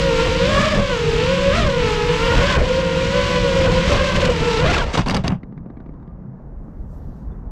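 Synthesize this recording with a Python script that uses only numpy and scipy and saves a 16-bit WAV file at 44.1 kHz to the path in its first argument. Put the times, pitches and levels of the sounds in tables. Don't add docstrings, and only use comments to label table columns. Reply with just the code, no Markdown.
import sys
import numpy as np
from scipy import signal
from scipy.fft import rfft, irfft
from scipy.io import wavfile
from scipy.ndimage import uniform_filter1d

SR = 44100
rng = np.random.default_rng(int(sys.argv[2]) if len(sys.argv) > 2 else 0)


def put_to_file(sound):
    columns = np.atleast_2d(sound).T
    safe = np.clip(columns, -1, 1)
    whole_steps = np.round(safe * 32767)
    wavfile.write(sys.argv[1], SR, whole_steps.astype(np.int16))


N = 331188

# multiple of the blade rate, fast pair level in dB, slow pair level in dB.
PARTIALS = [(1 / 3, -5, -5.5), (2 / 3, -21, -12), (1, 2, 1.5), (2, -14, -7), (7 / 3, -33, -23),
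            (3, -20, -9), (4, -21.5, -14), (5, -20.5, -15.5), (6, -21, -15), (6.5, -25, -22.5),
            (8.5, -30.5, -22.5)]
# time in seconds, blade rates of the fast and slow pairs in Hz, blade hiss level in dB.
FLIGHT = [(0.0, 546, 487.7, -27), (0.07, 542, 481.6, -28), (0.15, 509.7, 455.4, -29),
          (0.22, 514, 462.5, -26.5), (0.38, 516, 463.6, -27), (0.43, 535, 482.3, -25.5),
          (0.5, 596.4, 543, -26.5), (0.64, 625, 580.7, -24.5), (0.75, 610.5, 558.3, -29),
          (0.8, 574, 525.3, -31.5), (0.91, 562, 506.5, -29.5), (0.99, 481.4, 438, -27.5),
          (1.06, 458.9, 419.2, -29.5), (1.17, 466, 426, -28), (1.25, 502, 456, -27.5),
          (1.32, 546, 494, -27.5), (1.42, 550.3, 498, -28), (1.51, 552, 499, -28.5), (1.56, 670, 615, -23),
          (1.59, 695, 655, -24.5), (1.62, 660, 612, -25.5), (1.65, 610, 565, -29), (1.69, 550, 505, -30),
          (1.82, 483, 444.7, -30.5), (1.91, 481, 430, -26.5), (2.02, 469, 421.2, -28.5),
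          (2.16, 488, 440, -27), (2.25, 522, 467.7, -26.5), (2.38, 526, 469.6, -27), (2.48, 571, 519, -26),
          (2.565, 549.4, 505, -25.5), (2.585, 530.2, 495, -32.5), (2.72, 514, 470.7, -30),
          (2.8, 528.7, 476.4, -30.5), (2.95, 521, 466.5, -30), (3.05, 528, 477.8, -28.5),
          (3.12, 545, 485, -28), (3.16, 567, 502.7, -27), (3.27, 564, 503, -27), (3.39, 564.8, 496.3, -29),
          (3.51, 537, 482, -27), (3.62, 530, 490.7, -28.5), (3.76, 514.6, 479, -27), (3.84, 530, 485, -27),
          (3.91, 586, 521.5, -26), (4.02, 580, 530.4, -28), (4.1, 564, 525, -26.5), (4.2, 557, 520, -29),
          (4.37, 486, 449.2, -29), (4.57, 473, 437.5, -28.5), (4.64, 530.3, 495, -30.5),
          (4.66, 630, 600, -30), (4.68, 715, 680, -27), (4.697, 760, 720, -27), (4.713, 690, 649.5, -28),
          (4.74, 952, 898, -22.5), (4.765, 790, 750, -27), (4.785, 620, 560, -27), (4.815, 550, 506, -31),
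          (4.835, 490, 457.6, -33), (4.86, 440, 411, -40), (4.92, 298, 282, -44)]
# time in seconds, tone levels of the fast and slow pairs in dB, overtone boost in dB.
TONE_LEVELS = [(0, -24.5, -21.5, -6), (.1, -23, -22.5, -5), (.2, -23, -25.5, 1.5), (.33, -23, -24, -2.5),
               (.45, -19, -24, -3.5), (.55, -24, -27.5, 7.5), (.65, -26.5, -27, 9.5),
               (.74, -24.5, -29.5, 5), (.9, -22, -28.5, 2), (.97, -28.5, -29.5, 3.5),
               (1.06, -22, -28.5, -2.5), (1.2, -23.5, -25, -1.5), (1.35, -23.5, -24, 1),
               (1.46, -21.5, -23.5, -1.5), (1.52, -25, -26, 2), (1.55, -29, -27, 11.5),
               (1.59, -21.5, -27.5, 3), (1.63, -27, -27.5, 7.5), (1.7, -25.5, -27, 1.5),
               (1.82, -22, -29, 3), (1.95, -27.5, -26, 4), (2.1, -23.5, -25, -2), (2.16, -23, -27, 0),
               (2.19, -31, -32, 8.5), (2.23, -25, -24.5, 3), (2.35, -29, -24.5, 6), (2.46, -24.5, -30, 7.5),
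               (2.56, -28, -29, 11), (2.6, -34, -37, 4), (2.7, -24, -27.5, 0), (2.8, -23.5, -26.5, -1),
               (2.95, -24.5, -25, -1.5), (3.1, -24.5, -26, 1), (3.2, -25, -26, 3.5),
               (3.26, -26, -28.5, 5.5), (3.32, -22.5, -24, 1), (3.42, -23.5, -24, -0.5),
               (3.56, -22.5, -28, 1), (3.7, -28, -26.5, 1.5), (3.82, -21, -28, 1.5), (3.95, -25, -25.5, 3),
               (4.1, -25, -27, 4), (4.35, -28, -26.5, -1), (4.5, -24.5, -26.5, 4), (4.6, -29, -22.5, 3.5),
               (4.66, -29, -28, 5), (4.7, -30.5, -29.5, 9.5), (4.745, -24, -24.5, 15), (4.78, -24, -23, 13),
               (4.83, -24, -22, 10.5)]
# start, peak and end in seconds, peak unrest from 0 to 1.
ROUGH_AIR = [(0.451, 0.639, 0.87, 0.61), (0.7, 0.78, 0.89, 0.87), (1.56, 1.69, 1.83, 0.54),
             (2.147, 2.42, 2.5, 0.74), (2.3, 2.585, 2.77, 0.91), (3.52, 3.68, 3.77, 0.89),
             (3.84, 3.949, 4.15, 0.79), (4.0, 4.249, 4.55, 0.85), (4.351, 4.648, 5.2, 0.63),
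             (4.502, 4.682, 5.2, 0.98)]

# frequency in Hz, relative spectral density in dB.
BLADE_HISS_SPECTRUM = [(500, -31), (800, -14.5), (1000, -1), (1300, -4), (2000, -2), (2900, -1.5),
                       (5200, -10), (8000, -19), (9000, -31.5), (10500, -28.5), (13000, -34.5),
                       (15000, -60.5)]
BUFFET_SPECTRUM = [(20, -1.5), (50, -1.5), (120, -6), (220, -12.5), (400, -20), (700, -25), (1200, -43)]
WASH_SPECTRUM = [(150, -2.5), (300, -14), (500, 1), (800, -12), (1300, -12.5), (2500, -20.5)]
GRIT_SPECTRUM = [(1500, -11), (3000, -2.5), (5500, -6), (8000, -15.5), (9000, -23), (13000, -37.5),
                 (15000, -70.5)]
SCRAPE_SPECTRUM = [(250, -1.5), (500, -1), (1000, -3), (2000, -15), (3500, -26.5)]
WIND_SPECTRUM = [(20, -5.5), (45, -2), (80, -8), (130, -20.5), (250, -38.5)]
TRAFFIC_HUM_SPECTRUM = [(80, -16.5), (130, 0), (180, -0.5), (270, -7.5), (400, -24), (600, -36)]
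TRAFFIC_ROAR_SPECTRUM = [(250, 3.5), (500, 1), (1000, -6.5), (1800, -20.5), (2500, -34), (3500, -45),
                         (7000, -48)]
LEAF_SPECTRUM = [(2500, -6.5), (6000, -3), (8000, -7), (11000, -9.5), (12300, 6), (14000, -13)]

# peak time in seconds, peak level in dB, rise and fall in seconds.
TREBLE_SWELLS = [(0.1, -59, .5, .5), (2.36, -53, .5, .16)]
DOWNWASH_GUSTS = [(0.27, -18.5, 0.045, 0.098), (0.59, -16, 0.14, 0.089), (0.79, -14, 0.077, 0.035),
                  (1.66, -16, 0.22, 0.061), (2.39, -16, 0.061, 0.15), (2.5, -16, 0.051, 0.056),
                  (2.575, -12.5, 0.013, .03), (2.61, -15, .03, 0.048), (2.87, -25, .1, 0.16),
                  (3.26, -22.5, 0.058, 0.041), (3.72, -16.5, .32, .2), (3.91, -16, 0.059, 0.2),
                  (4.15, -17, 0.097, 0.093), (4.29, -17, 0.039, 0.082), (4.41, -17, 0.037, 0.09),
                  (4.655, -13, 0.024, 0.028), (4.72, -17.5, .15, 0.14)]
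WIND_GUSTS = [(4.85, -23, .05, 0.061), (5.04, -25, .06, .06), (5.2, -25, .08, .12), (5.45, -38.5, .1, .08),
              (5.61, -35, .06, .05), (5.97, -34, 0.28, 0.086), (6.16, -34.5, 0.087, .06),
              (6.55, -32, .16, .2), (6.81, -28, 0.073, 0.18), (7.1, -30.5, 0.43, .12),
              (7.27, -27, 0.052, .16), (7.47, -26.5, 0.053, 0.11)]
LEAF_SWELLS = [(6.93, -69.5, .2, 0.75), (7.12, -68.5, 0.62, 0.25), (7.5, -82, .5, .1)]

# start and hold in seconds,
# relative levels of grit, scrape and frame shudder in dB, fade in dB per second.
SKIDS = [(4.719, 0.077, -38, -28, -26, 298), (4.863, 0.076, -35.5, -32.5, -42, 599.5),
         (4.937, 0.015, -22, -22.5, -25, 398), (4.975, 0.022, -23, -20.5, -13.5, 441),
         (5.065, 0.059, -31, -27.5, -20, 901), (5.139, 0.028, -31.5, -22.5, -15, 350),
         (5.244, 0.039, -34.5, -29, -21.5, 901), (5.292, 0.036, -47.5, -31, -19, 417)]
# start in seconds, crack level in dB, crack centre in Hz, relative thud level in dB.
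LANDING_KNOCKS = [(4.939, -19, 4100, -19), (4.944, -23, 4180, -34.5), (4.9516, -12, 1600, -18),
                  (4.9762, -12.5, 5050, -11.5), (4.9888, -27, 3300, -10), (4.995, -22, 1300, -12),
                  (5.0008, -32, 3160, -15), (5.0615, -18.5, 3850, -23.5), (5.066, -25, 2580, -18),
                  (5.0818, -18.5, 2830, -23), (5.085, -13, 4900, -26), (5.0973, -11.5, 2890, -18.5),
                  (5.098, -11.5, 5060, -30), (5.1079, -13.5, 5000, -21), (5.112, -14, 4300, -19),
                  (5.1456, -8, 5600, -16.5), (5.1503, -14, 5000, -13.5), (5.1668, -10.5, 5360, -15.5),
                  (5.1715, -16.5, 4300, -24.5), (5.2386, -26.5, 4230, -19.5), (5.2475, -23, 2840, -24),
                  (5.2535, -25, 2860, -19), (5.2795, -9.5, 5300, -13), (5.304, -27, 3200, -17.5),
                  (5.319, -28, 2680, -16)]
ROCKING_TICKS = [(5.431, -34.5, 2150, -28.5), (5.5227, -49, 1920, -29.5), (5.575, -38.5, 2150, -32),
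                 (5.659, -51, 2170, -27), (5.7, -44.5, 1900, -28.5), (5.769, -46.5, 2140, -30.5),
                 (5.801, -41.5, 1670, -31), (5.8602, -48, 2110, -29), (5.8903, -48, 2140, -29.5),
                 (5.9386, -50, 1760, -37), (5.9984, -55, 1700, -40), (6.026, -49.5, 1660, -37),
                 (6.0747, -51, 1670, -34)]
# frequency in Hz, relative level in dB, time to decay 60 dB in seconds.
FRAME_MODES = [(175, -2.5, 0.068), (259.3, 1, 0.049), (384, -4.5, 0.045), (515, -8.5, 0.035),
               (691, -10, 0.03), (900, -8.5, .03), (1187, -7, 0.048), (2120, -15.5, .04)]
ARM_MODES = [(2300, -8, .03), (2900, -8, .025), (3900, -8, .03), (4900, -8, .02), (6300, -11, .03),
             (8400, -12, .03)]
# start in seconds, length before the fade in seconds, frequency in Hz, level in dB.
FAINT_TONES = [(6.07, .045, 1200, -53.5), (7.312, .012, 3500, -66)]

LAST_REV_S, FAST_REV_DB, SLOW_REV_DB = 4.705, -19, -9.5
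STOP_S, STOP_DB_PER_S, AIR_STOPS_S = 4.82, 501, 4.93
FAR_MOTOR_DB, FAR_CALM_DB = -4, -12.5
TIME = np.arange(N) / SR


def rotors(spread=.035, wobble=.02, rev_scatter=.035, blur=1.9):
    fast_hz, slow_hz, _ = curves(FLIGHT)
    fast_db, slow_db, boost_db = curves(TONE_LEVELS)
    unrest = rough_air()
    last_rev = np.clip((TIME - LAST_REV_S) / .022, 0, 1)
    stop_db = -STOP_DB_PER_S * np.maximum(TIME - STOP_S, 0)
    fast_db = fast_db + 1.9 * walk(32) + FAST_REV_DB * last_rev + stop_db
    slow_db = slow_db + 1.9 * walk(32) + SLOW_REV_DB * last_rev + stop_db
    far_db = FAR_MOTOR_DB + FAR_CALM_DB * (1 - unrest)
    low_blur = blur * (.85 * unrest + .06 + last_rev)
    overtone_blur = blur * (unrest ** 2 + .15 + .8 * last_rev)
    tones, pulse = 0, 0
    for pair, (hz, db) in enumerate([(fast_hz, fast_db), (slow_hz, slow_db)]):
        for far in (0, 1):
            drift = unrest * (spread * walk(9) * far + wobble * walk(50))
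            drift += rev_scatter * last_rev * walk(70)
            blade_hz = hz * (1 + drift + .0015 * walk(60) + .003 * walk(14))
            phase = 2 * np.pi * np.cumsum(blade_hz) / SR
            slow_eddies, quick_eddies = (walk(rate) + 1j * walk(rate) for rate in (60, 200))
            for order, *pair_db in PARTIALS:
                overtone = order > 1
                depth, eddies = (overtone_blur, quick_eddies) if overtone else (low_blur, slow_eddies)
                load = (1 + depth * np.roll(eddies, rng.integers(N))) / np.sqrt(1 + 2 * depth ** 2)
                gain = undb(db + far * far_db + pair_db[pair] + boost_db * overtone * min(1, 3.7 / order))
                carrier = np.exp(1j * (order * phase + 2 * np.pi * rng.random()))
                tones += np.sqrt(2) * gain * np.imag(load * carrier)
            pulse += np.cos(phase) / 3
    return tones, pulse


def rough_air(calm=.1303):
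    patches = [np.interp(TIME, times, [0, peak, 0]) for *times, peak in ROUGH_AIR]
    return np.clip(np.max(patches, axis=0), calm, 1)


def airflow(pulse):
    hiss_db = curves(FLIGHT)[2]
    buffet_db = swells(DOWNWASH_GUSTS, floor_db=-25, depth_db=8.5)
    unrest, gusts = rough_air(), walk(14)
    vortices = noise() * (1 + .57 * pulse) * undb(3 * unrest * walk(180))
    hiss = colour(vortices, BLADE_HISS_SPECTRUM, 1970, 9300, flicker_db=.7)
    buffet = colour(noise(), BUFFET_SPECTRUM, 25, 135, flicker_db=1.06, rate=14)
    wash = colour(noise(), WASH_SPECTRUM, 150, 2500, flicker_db=2.5, rate=25)
    treble = colour(noise(), [(9500, -6), (12000, 0), (15000, -12)], 9500, 15000)
    treble *= undb(swells(TREBLE_SWELLS, floor_db=-90, depth_db=12))
    downwash = buffet + undb(-18.5 + 14.8 * unrest) * wash
    blowing = np.clip((AIR_STOPS_S - TIME) / .081, 0, 1)
    return blowing * (undb(hiss_db + .5 * gusts) * hiss + treble + undb(buffet_db + 1.1 * gusts) * downwash)


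def skid():
    sizes = undb(2.8 * np.minimum(rng.exponential(size=N), 3))
    grains = noise() * (.5 + (rng.random(N) < .02) * sizes)
    grit = colour(grains, GRIT_SPECTRUM, 2500, 9000, flicker_db=1.5, rate=90)
    grit = unit(grit + .46 * unit(arms(grit)))
    scrape = colour(grains, SCRAPE_SPECTRUM, 400, 2000, flicker_db=1.5, rate=60)
    lowest_hz, _, t60 = FRAME_MODES[0]
    shudder = unit(ring(grains, lowest_hz, t60)) + .25 * colour(grains, BUFFET_SPECTRUM, 40, 350)
    return (undb(-5.5) * contact(layer=0) * grit
            + undb(.4) * contact(layer=1) * scrape
            + undb(-2) * contact(layer=2, fade_share=.61) * shudder)


def contact(layer, fade_share=1, grip_s=.013):
    gain = np.zeros(N)
    for start, hold, *layer_db, db_per_s in SKIDS:
        grip = np.clip((TIME - start) / grip_s + 1, 0, 1) ** 2
        fade_db = fade_share * db_per_s * np.maximum(TIME - start - hold, 0)
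        gain = np.maximum(gain, grip * undb(layer_db[layer] - fade_db))
    return gain


def impacts(table, crack_s, rise_s, wide_share, push_s, thud_db, arms_db, top_hz):
    cracks, pushes = np.zeros(N), np.zeros(N)
    t = np.arange(2000) / SR
    push = t / push_s * np.exp(-t / push_s)
    for start, crack_db, hz, push_db in table:
        burst = rng.standard_normal(len(t)) * (1 - np.exp(-t / rise_s)) * np.exp(-t / crack_s)
        wide = ring(burst, hz, 1.2 / hz)
        crack = unit(ring(wide, hz, 6 / hz)) + wide_share * unit(wide)
        i = int(start * SR)
        cracks[i:i + len(t)] += undb(crack_db) * crack / np.max(np.abs(crack))
        pushes[i:i + len(t)] -= undb(push_db + thud_db) * push / np.sum(push)
    cracks += undb(arms_db) * arms(cracks)
    return signal.sosfilt(signal.butter(4, top_hz, fs=SR, output="sos"), cracks) + frame(pushes)


def arms(force):
    return sum(undb(db) * ring(force, hz, t60) for hz, db, t60 in ARM_MODES)


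def frame(force):
    return sum((-1) ** k * undb(db) * ring(force, hz, t60) for k, (hz, db, t60) in enumerate(FRAME_MODES))


def wind():
    gain = undb(swells(WIND_GUSTS, floor_db=-48, depth_db=10))
    return gain * colour(noise(), WIND_SPECTRUM, 25, 110, flicker_db=1.2, rate=14)


def traffic(rise_from_s=5.7, db_per_s=2.5):
    hum = colour(noise(), TRAFFIC_HUM_SPECTRUM, 110, 330, flicker_db=2.5, rate=18)
    roar = colour(noise(), TRAFFIC_ROAR_SPECTRUM, 370, 2000, flicker_db=1.2, rate=14)
    roar_db = -52.5 + db_per_s * np.maximum(TIME - rise_from_s, 0)
    return undb(-38.5) * hum + undb(roar_db) * roar


def faint_tones():
    tones = 0
    for start, length, hz, db in FAINT_TONES:
        t = TIME - start
        envelope = np.interp(t, [0, .008, length, length + .02], [0, 1, .7, 0])
        tones += undb(db) * envelope * np.sin(2 * np.pi * hz * t)
    return tones


def leaves():
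    gain = undb(swells(LEAF_SWELLS, floor_db=-88.5, depth_db=15))
    return gain * colour(noise(), LEAF_SPECTRUM, 4500, 14000, flicker_db=2)


def undb(db):
    return 10 ** (np.asarray(db) / 20)


def unit(x):
    return x / np.sqrt(np.mean(x ** 2))


def noise():
    return rng.standard_normal(N)


def curves(table):
    times, *columns = np.transpose(table)
    return [np.interp(TIME, times, column) for column in columns]


def swells(table, floor_db, depth_db):
    level = np.full(N, float(floor_db))
    for peak_s, db, rise_s, fall_s in table:
        distance = np.maximum((peak_s - TIME) / rise_s, (TIME - peak_s) / fall_s)
        level = np.maximum(level, db - depth_db * distance)
    return level


def walk(rate):
    hold = int(SR / rate)
    steps = np.repeat(rng.standard_normal(N // hold + 1), hold)
    return unit(uniform_filter1d(uniform_filter1d(steps, hold), hold)[:N])


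def colour(x, spectrum, lo_hz, hi_hz, flicker_db=0, rate=20):
    f = np.maximum(np.arange(N // 2 + 1) * SR / N, 1)
    hz, db = np.transpose(spectrum)
    shaped = rfft(x) * undb(np.interp(np.log(f), np.log(hz), db, left=-90, right=-90))
    shaped /= np.sqrt(2 * np.sum(np.abs(shaped[(f > lo_hz) & (f < hi_hz)]) ** 2)) / N
    centres = 2. ** np.arange(np.floor(np.log2(hz[0])), np.log2(hz[-1]) + 1)
    bands = (irfft(shaped * np.clip(1 - np.abs(np.log2(f / c)), 0, 1), N) for c in centres)
    return sum(undb(flicker_db * walk(rate)) * band for band in bands)


def ring(x, hz, t60):
    r, w = np.exp(-np.log(1000) / (t60 * SR)), 2 * np.pi * hz / SR
    return signal.lfilter([0, r * np.sin(w)], [1, -2 * r * np.cos(w), r * r], x)


def scene():
    whine, pulse = rotors()
    knocks = impacts(LANDING_KNOCKS, crack_s=.001, rise_s=.0003, wide_share=.77,
                     push_s=.0003, thud_db=0, arms_db=-27.5, top_hz=11300)
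    ticks = impacts(ROCKING_TICKS, crack_s=.0032, rise_s=.003, wide_share=.9,
                    push_s=.00028, thud_db=3, arms_db=-32, top_hz=4500)
    drone = whine + airflow(pulse) + skid() + knocks + ticks
    return (drone + wind() + traffic() + faint_tones() + leaves())[None]


def record(dry, drive=1.2, housing_hz=9500, top_hz=15100):
    rounded = np.tanh(drive * dry) / drive
    dull = signal.sosfilt(signal.butter(2, housing_hz, fs=SR, output="sos"), rounded)
    return signal.sosfilt(signal.ellip(8, .2, 70, top_hz, fs=SR, output="sos"), dull)


dry = scene()
out = record(dry)
put_to_file(out)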